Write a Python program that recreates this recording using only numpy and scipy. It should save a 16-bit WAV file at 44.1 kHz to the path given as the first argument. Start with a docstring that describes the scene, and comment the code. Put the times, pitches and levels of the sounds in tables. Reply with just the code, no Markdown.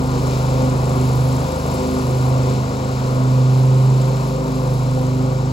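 """Belt-driven blades drone as a ride-on mower passes on the left and moves off over a lawn; two blade
tones and an engine overtone beat against each other. The V-twin petrol engine throbs at harmonics of the
four-stroke cycle rate, and the firings ring in the muffler. Turbulent air rushes out of the deck, the
cooling fan and grass clippings hiss, the valves tick, and a bit of grit strikes the deck once.
One left-right phase and level difference per frequency is applied to the whole sound."""
import sys
import numpy as np
from scipy import signal
from scipy.fft import rfft, irfft, next_fast_len
from scipy.io import wavfile
from scipy.ndimage import map_coordinates

SR = 44100
rng = np.random.default_rng(int(sys.argv[2]) if len(sys.argv) > 2 else 0)


def wrap_up_sound(samples):
    """Save the sound to the file named by the first command line argument, as 16-bit audio."""
    columns = np.atleast_2d(samples).T
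    # keep every value between -1 and 1, then stretch to whole-number steps
    tamed = np.clip(columns, -1, 1)
    steps = np.round(tamed * 32767).astype(np.int16)
    wavfile.write(sys.argv[1], SR, steps)


N = 243431
TIME = np.arange(N) / SR


def blade_drone(passes):
    """Periodic loading of the air radiates the blade-pass tone and its octave; a higher tone joins them."""
    # blade-pass tone and its octave: t/s, level/dB
    fundamental = [(0.0, -22.5), (0.54, -17.5), (0.78, -19.5), (1.25, -16), (1.44, -22), (1.54, -36),
                   (1.69, -23), (1.8, -29), (1.86, -35), (2.09, -19), (2.29, -15.5), (2.61, -19.5),
                   (2.72, -27), (3.38, -13), (3.9, -12), (4.47, -26), (4.7, -18), (5.52, -20)]
    octave = [(0.0, -23.5), (0.44, -34.5), (0.66, -21.5), (0.83, -34), (1.03, -22.5), (1.16, -36.5),
              (1.33, -23), (1.47, -37.5), (1.98, -20), (2.16, -38.5), (2.2, -28.5), (3.05, -32),
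              (3.22, -24), (4.04, -37), (4.58, -24.5), (4.73, -38.5), (4.79, -31), (5.25, -22.5),
              (5.35, -38.5), (5.5, -27)]
    # swelling tone near 386 Hz, an exhaust overtone mixed with blade drone: t/s, level/dB
    exhaust_overtone = [(0, -41), (.35, -31.5), (.55, -47.5), (.97, -30), (1.15, -38.5), (1.6, -41.5),
                        (1.83, -28), (2.13, -30.5), (2.35, -44), (2.48, -28.5), (2.65, -45), (3.1, -36.5),
                        (3.3, -45), (3.52, -33), (4.6, -34), (4.88, -42), (5.1, -33), (5.5, -35.5)]
    levels_db = curves(fundamental) + curves(octave) + curves(exhaust_overtone)
    flutter_passes = 0.0089
    return sum(amp(db) * tone(k * (passes + flutter_passes * wobble(7)))
               for k, db in enumerate(levels_db, 1))


def blade_engine_beats(passes):
    """Beating: harmonic k of three close tones beats at k times their frequency differences."""
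    # two blade tones and the engine's fifth order: offset from the pass rate f/Hz, relative level/dB
    close_tones = [(.12, 0), (.915, -2.5), (-.67, -12)]
    # their upper harmonics: harmonic number, relative level/dB
    overtones = [(4, -32.5), (5, -46), (6, -49), (7, -45), (8, -51.5)]
    # swell of these harmonics together: t/s, gain/dB
    swell = [(.3, -7.5), (.62, 5), (1.1, -5), (1.55, 2.5), (3.2, -3.5), (4.1, 0), (5.1, 0.5), (5.5, -2.5)]
    in_step_s, drift_passes = 3.73, 0.02
    phases = [(passes + offset_hz * (TIME - in_step_s) + drift_passes * wobble(4), db)
              for offset_hz, db in close_tones]
    beats = np.zeros(N)
    for k, level_db in overtones:
        start = rng.random()
        harmonic = sum(amp(db) * np.sin(2 * np.pi * (k * turns + start)) for turns, db in phases)
        beats += amp(level_db) * unit(harmonic)
    return amp(curves(swell)[0]) * beats


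def exhaust_throb(cycle):
    """Periodic gas pulses radiate engine orders, whole multiples of the cycle rate."""
    # strong low orders: t/s, then level/dB of orders 2, 3, 4 and 6
    low_orders = [(.3, -31, -31, -47, -29.5), (1.4, -35.5, -28.5, -44, -27.5),
                  (2.7, -37.5, -32.5, -34, -37), (3.8, -34.5, -45, -42, -32), (4.5, -31.5, -52, -42, -26.5),
                  (5.3, -33, -46, -31, -27.5)]
    # steadier orders: order, level/dB at closest approach
    upper_orders = [(7, -45.5), (8, -34.5), (9, -39), (11, -39.5), (12, -46), (14, -46), (30, -47),
                    (35, -48)]
    low = sum(amp(db) * tone(k * cycle) for k, db in zip((2, 3, 4, 6), curves(low_orders)))
    upper = sum(amp(db + 2.2 * wobble(4)) * tone(k * cycle) for k, db in upper_orders)
    return low + spreading() * upper


def muffler_bark(cycle):
    """Impulse excitation: two unevenly spaced firings a cycle set the muffler's resonances ringing."""
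    # muffler response: f/Hz, relative level/dB
    resonances = [(200, -40), (330, -19), (480, 7.5), (900, -14.5), (1300, -6), (2000, -27.5), (4000, -59)]
    firings = np.zeros(N)
    for at in (0, 3 / 8):
        hits = np.flatnonzero(np.diff(np.floor(cycle - at)))
        firings[hits] = amp(1.6 * rng.standard_normal(len(hits)))
    t = TIME[:SR // 8]
    ring = rng.standard_normal(len(t)) * amp(-60 * t / 0.099)  # 60 dB down in 99 ms
    ringing = signal.fftconvolve(firings, ring)[:N]
    bark = unit(filtered(ringing, lambda hz: amp(along(resonances, hz))))
    return spreading() * amp(-32.5) * bark


def deck_and_fan(passes):
    """Turbulence in the deck and cooling fan makes broadband noise, modulated by each blade pass."""
    # spectra of the deck's rush and the fan's hiss: f/Hz, relative level/dB
    deck_spectrum = [(20, -19), (70, -4.5), (130, -0.5), (200, -1), (330, -1), (470, -1), (660, -3.5),
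                     (830, -5), (1000, -2.5), (1300, -9), (1550, -16), (1850, -22.5), (3000, -66)]
    fan_spectrum = [(900, -7.5), (1750, -4), (2350, 2.04), (3300, -2.5), (4100, 2), (4700, -0.2),
                    (5300, 0.5), (5900, -3.5), (7000, -2), (8000, -4), (9000, -15), (15500, -17.5)]
    # strength of the hiss: t/s, level/dB
    hiss = [(0, -39), (.33, -36), (.65, -37.5), (1.6, -37), (2.8, -38), (5.15, -40), (5.5, -41.5)]
    chop = np.cos(2 * np.pi * passes)
    deck = spreading() * amp(-26.5 + 0.54 * wobble(12)) * rush(deck_spectrum, 1 + 0.16 * chop)
    fan = amp(curves(hiss)[0] + 0.59 * wobble(12)) * rush(fan_spectrum, 1 + 0.02 * chop)
    return deck + fan


def tappets_and_clippings(cycle):
    """Damped impacts: two tappets tick each cycle; a high hiss of clippings pulses with the engine."""
    # spectra of the tappets and the grass clippings: f/Hz, relative level/dB
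    tappet_spectrum = [(4000, -46), (7000, -7.5), (7480, -1.5), (7850, -3.5), (8400, -6.5), (9300, -44),
                       (15000, -38)]
    clippings_spectrum = [(4000, -35), (8000, -40), (9800, 8.5), (12300, 2), (14000, -2.5), (15700, -4)]
    # envelope common to both: t/s, level/dB
    treble = [(0, -49), (.3, -46.5), (.6, -50), (1.25, -45.5), (2.2, -47.5), (2.75, -52.5), (4.95, -50),
              (5.5, -56)]
    loose = bursts(cycle, at=.89, decay=.11, scatter_db=2.2)
    answer = bursts(cycle, at=.56, decay=.15, scatter_db=2.5)
    tappets = rush(tappet_spectrum, loose + 0.31 * answer)
    pulses = bursts(cycle, at=.52, decay=.22, scatter_db=4.5)
    pulses += .6 * bursts(cycle, at=.94, decay=.11, scatter_db=4.0)
    clippings = rush(clippings_spectrum, 1 + 0.74 * pulses)
    return amp(curves(treble)[0]) * (amp(-.5) * tappets + amp(1.3 * wobble(11)) * clippings)


def grit():
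    """A brief impact is rich in high frequencies: grit flicked against the deck gives a bright tick."""
    # the strike: t/s, level/dB before filtering
    strikes = [(1.711, -24)]
    envelope = sum(amp(db - 60 * np.abs(TIME - s) / .006) * (TIME >= s) for s, db in strikes)
    tick = envelope * rng.standard_normal(N)
    return filtered(tick, lambda hz: amp(along([(7000, -25), (13000, -2)], hz)))


def spreading():
    """Spherical spreading: pressure falls as 1/distance, with gain 1 at closest approach."""
    pass_s, closest_m, drive_m_per_s = 0.61, 6.12, 1.46
    return closest_m / np.hypot(closest_m, drive_m_per_s * (TIME - pass_s))


def rush(spectrum, gate=1):
    """Partial coherence: sum and difference of two gated, coloured noises give stereo of rms 1."""
    # likeness of left and right: f/Hz, correlation (0-1)
    coherence = [(150, 0.89), (600, 0.99), (1400, 0.91), (2700, 0.29), (4200, 0.89), (5500, 0.26),
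                 (7300, 0.96), (9000, 1), (15000, 1)]

    def colour(hz):
        angle = np.arccos(np.clip(along(coherence, hz), 0, 1)) / 2
        return amp(along(spectrum, hz)) * [np.cos(angle), np.sin(angle)]

    common, apart = filtered(gate * rng.standard_normal((2, N)), colour)
    return unit(np.array([common + apart, common - apart]))


def bursts(cycle, at, decay, scatter_db):
    """Exponential decay restarted each engine cycle; at and decay are fractions of the cycle."""
    turn = cycle - at + 2
    size = amp(scatter_db * rng.standard_normal(400))
    return size[turn.astype(int)] * np.exp(-(turn % 1) / decay)


def tone(turns):
    """A sinusoid of rms 1 with random initial phase."""
    return np.sqrt(2) * np.sin(2 * np.pi * (turns + rng.random()))


def wobble(rate):
    """Smooth random modulation, a spline with rate knots a second."""
    return map_coordinates(rng.standard_normal(int(N * rate / SR) + 4), [TIME * rate])


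def filtered(x, response):
    """Linear filtering: the spectrum of x times a complex frequency response."""
    m = next_fast_len(N + SR // 4)
    return irfft(rfft(x, m) * response(np.fft.rfftfreq(m, 1 / SR)), m)[..., :N]


def curves(rows):
    """Linear interpolation in time: one curve for each column after t/s."""
    times, *columns = np.transpose(rows)
    return [np.interp(TIME, times, column) for column in columns]


def along(points, hz):
    """Interpolation of (f/Hz, value) points on a logarithmic frequency axis."""
    f, values = np.transpose(points)
    return np.interp(np.log(hz + 1), np.log(f + 1), values)


def amp(db):
    """Decibels to amplitude ratio."""
    return 10 ** (np.asarray(db) / 20)


def unit(x):
    """Normalisation to rms 1."""
    return x / np.sqrt(np.mean(x ** 2) + 1e-20)


def scene():
    """Superposition: the whole sound takes one left-right phase and level difference per frequency."""
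    # engine speed, as the governor hunts a little: t/s, four-stroke cycle rate f/Hz
    speed = [(0, 25.4), (.5, 25.73), (1.2, 25.38), (1.44, 25.85), (1.75, 25.48), (2.64, 25.71),
             (3.36, 25.52), (3.65, 25.78), (4.32, 25.98), (4.8, 25.34), (5.52, 25.8)]
    # phase lead of the left channel: f/Hz, phase/rad
    lead = [(20, 0), (130, 0.13), (500, 0.95), (1000, 1.57), (1500, 2.51), (2300, 5.57), (5200, 6.5),
            (7000, 6.2), (8000, 4.56), (8900, 3.1), (11000, 0.73), (13200, -3.1), (15200, -6.3)]
    # left minus right: f/Hz, level/dB
    tilt = [(60, 0.5), (120, -2), (200, -0.5), (380, -1.5), (700, 6), (1290, 5), (2380, 5.5), (4400, 3),
            (8120, 0)]
    cycle = np.cumsum(curves(speed)[0]) / SR
    passes = 5.025 * cycle  # blade passes per engine cycle, set by the belt pulleys
    exhaust = exhaust_throb(cycle) + muffler_bark(cycle)
    drone = blade_drone(passes) + blade_engine_beats(passes)
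    mower = drone + exhaust + deck_and_fan(passes) + tappets_and_clippings(cycle) + grit()
    half = np.array([[.5], [-.5]])  # each channel takes half of the difference
    return filtered(mower, lambda hz: amp(half * along(tilt, hz)) * np.exp(1j * half * along(lead, hz)))


def record(dry):
    """Band limiting: an ideal low-pass filter removes the highest treble."""
    return filtered(dry, lambda hz: hz < 15850)


dry = scene()
out = record(dry)
wrap_up_sound(out)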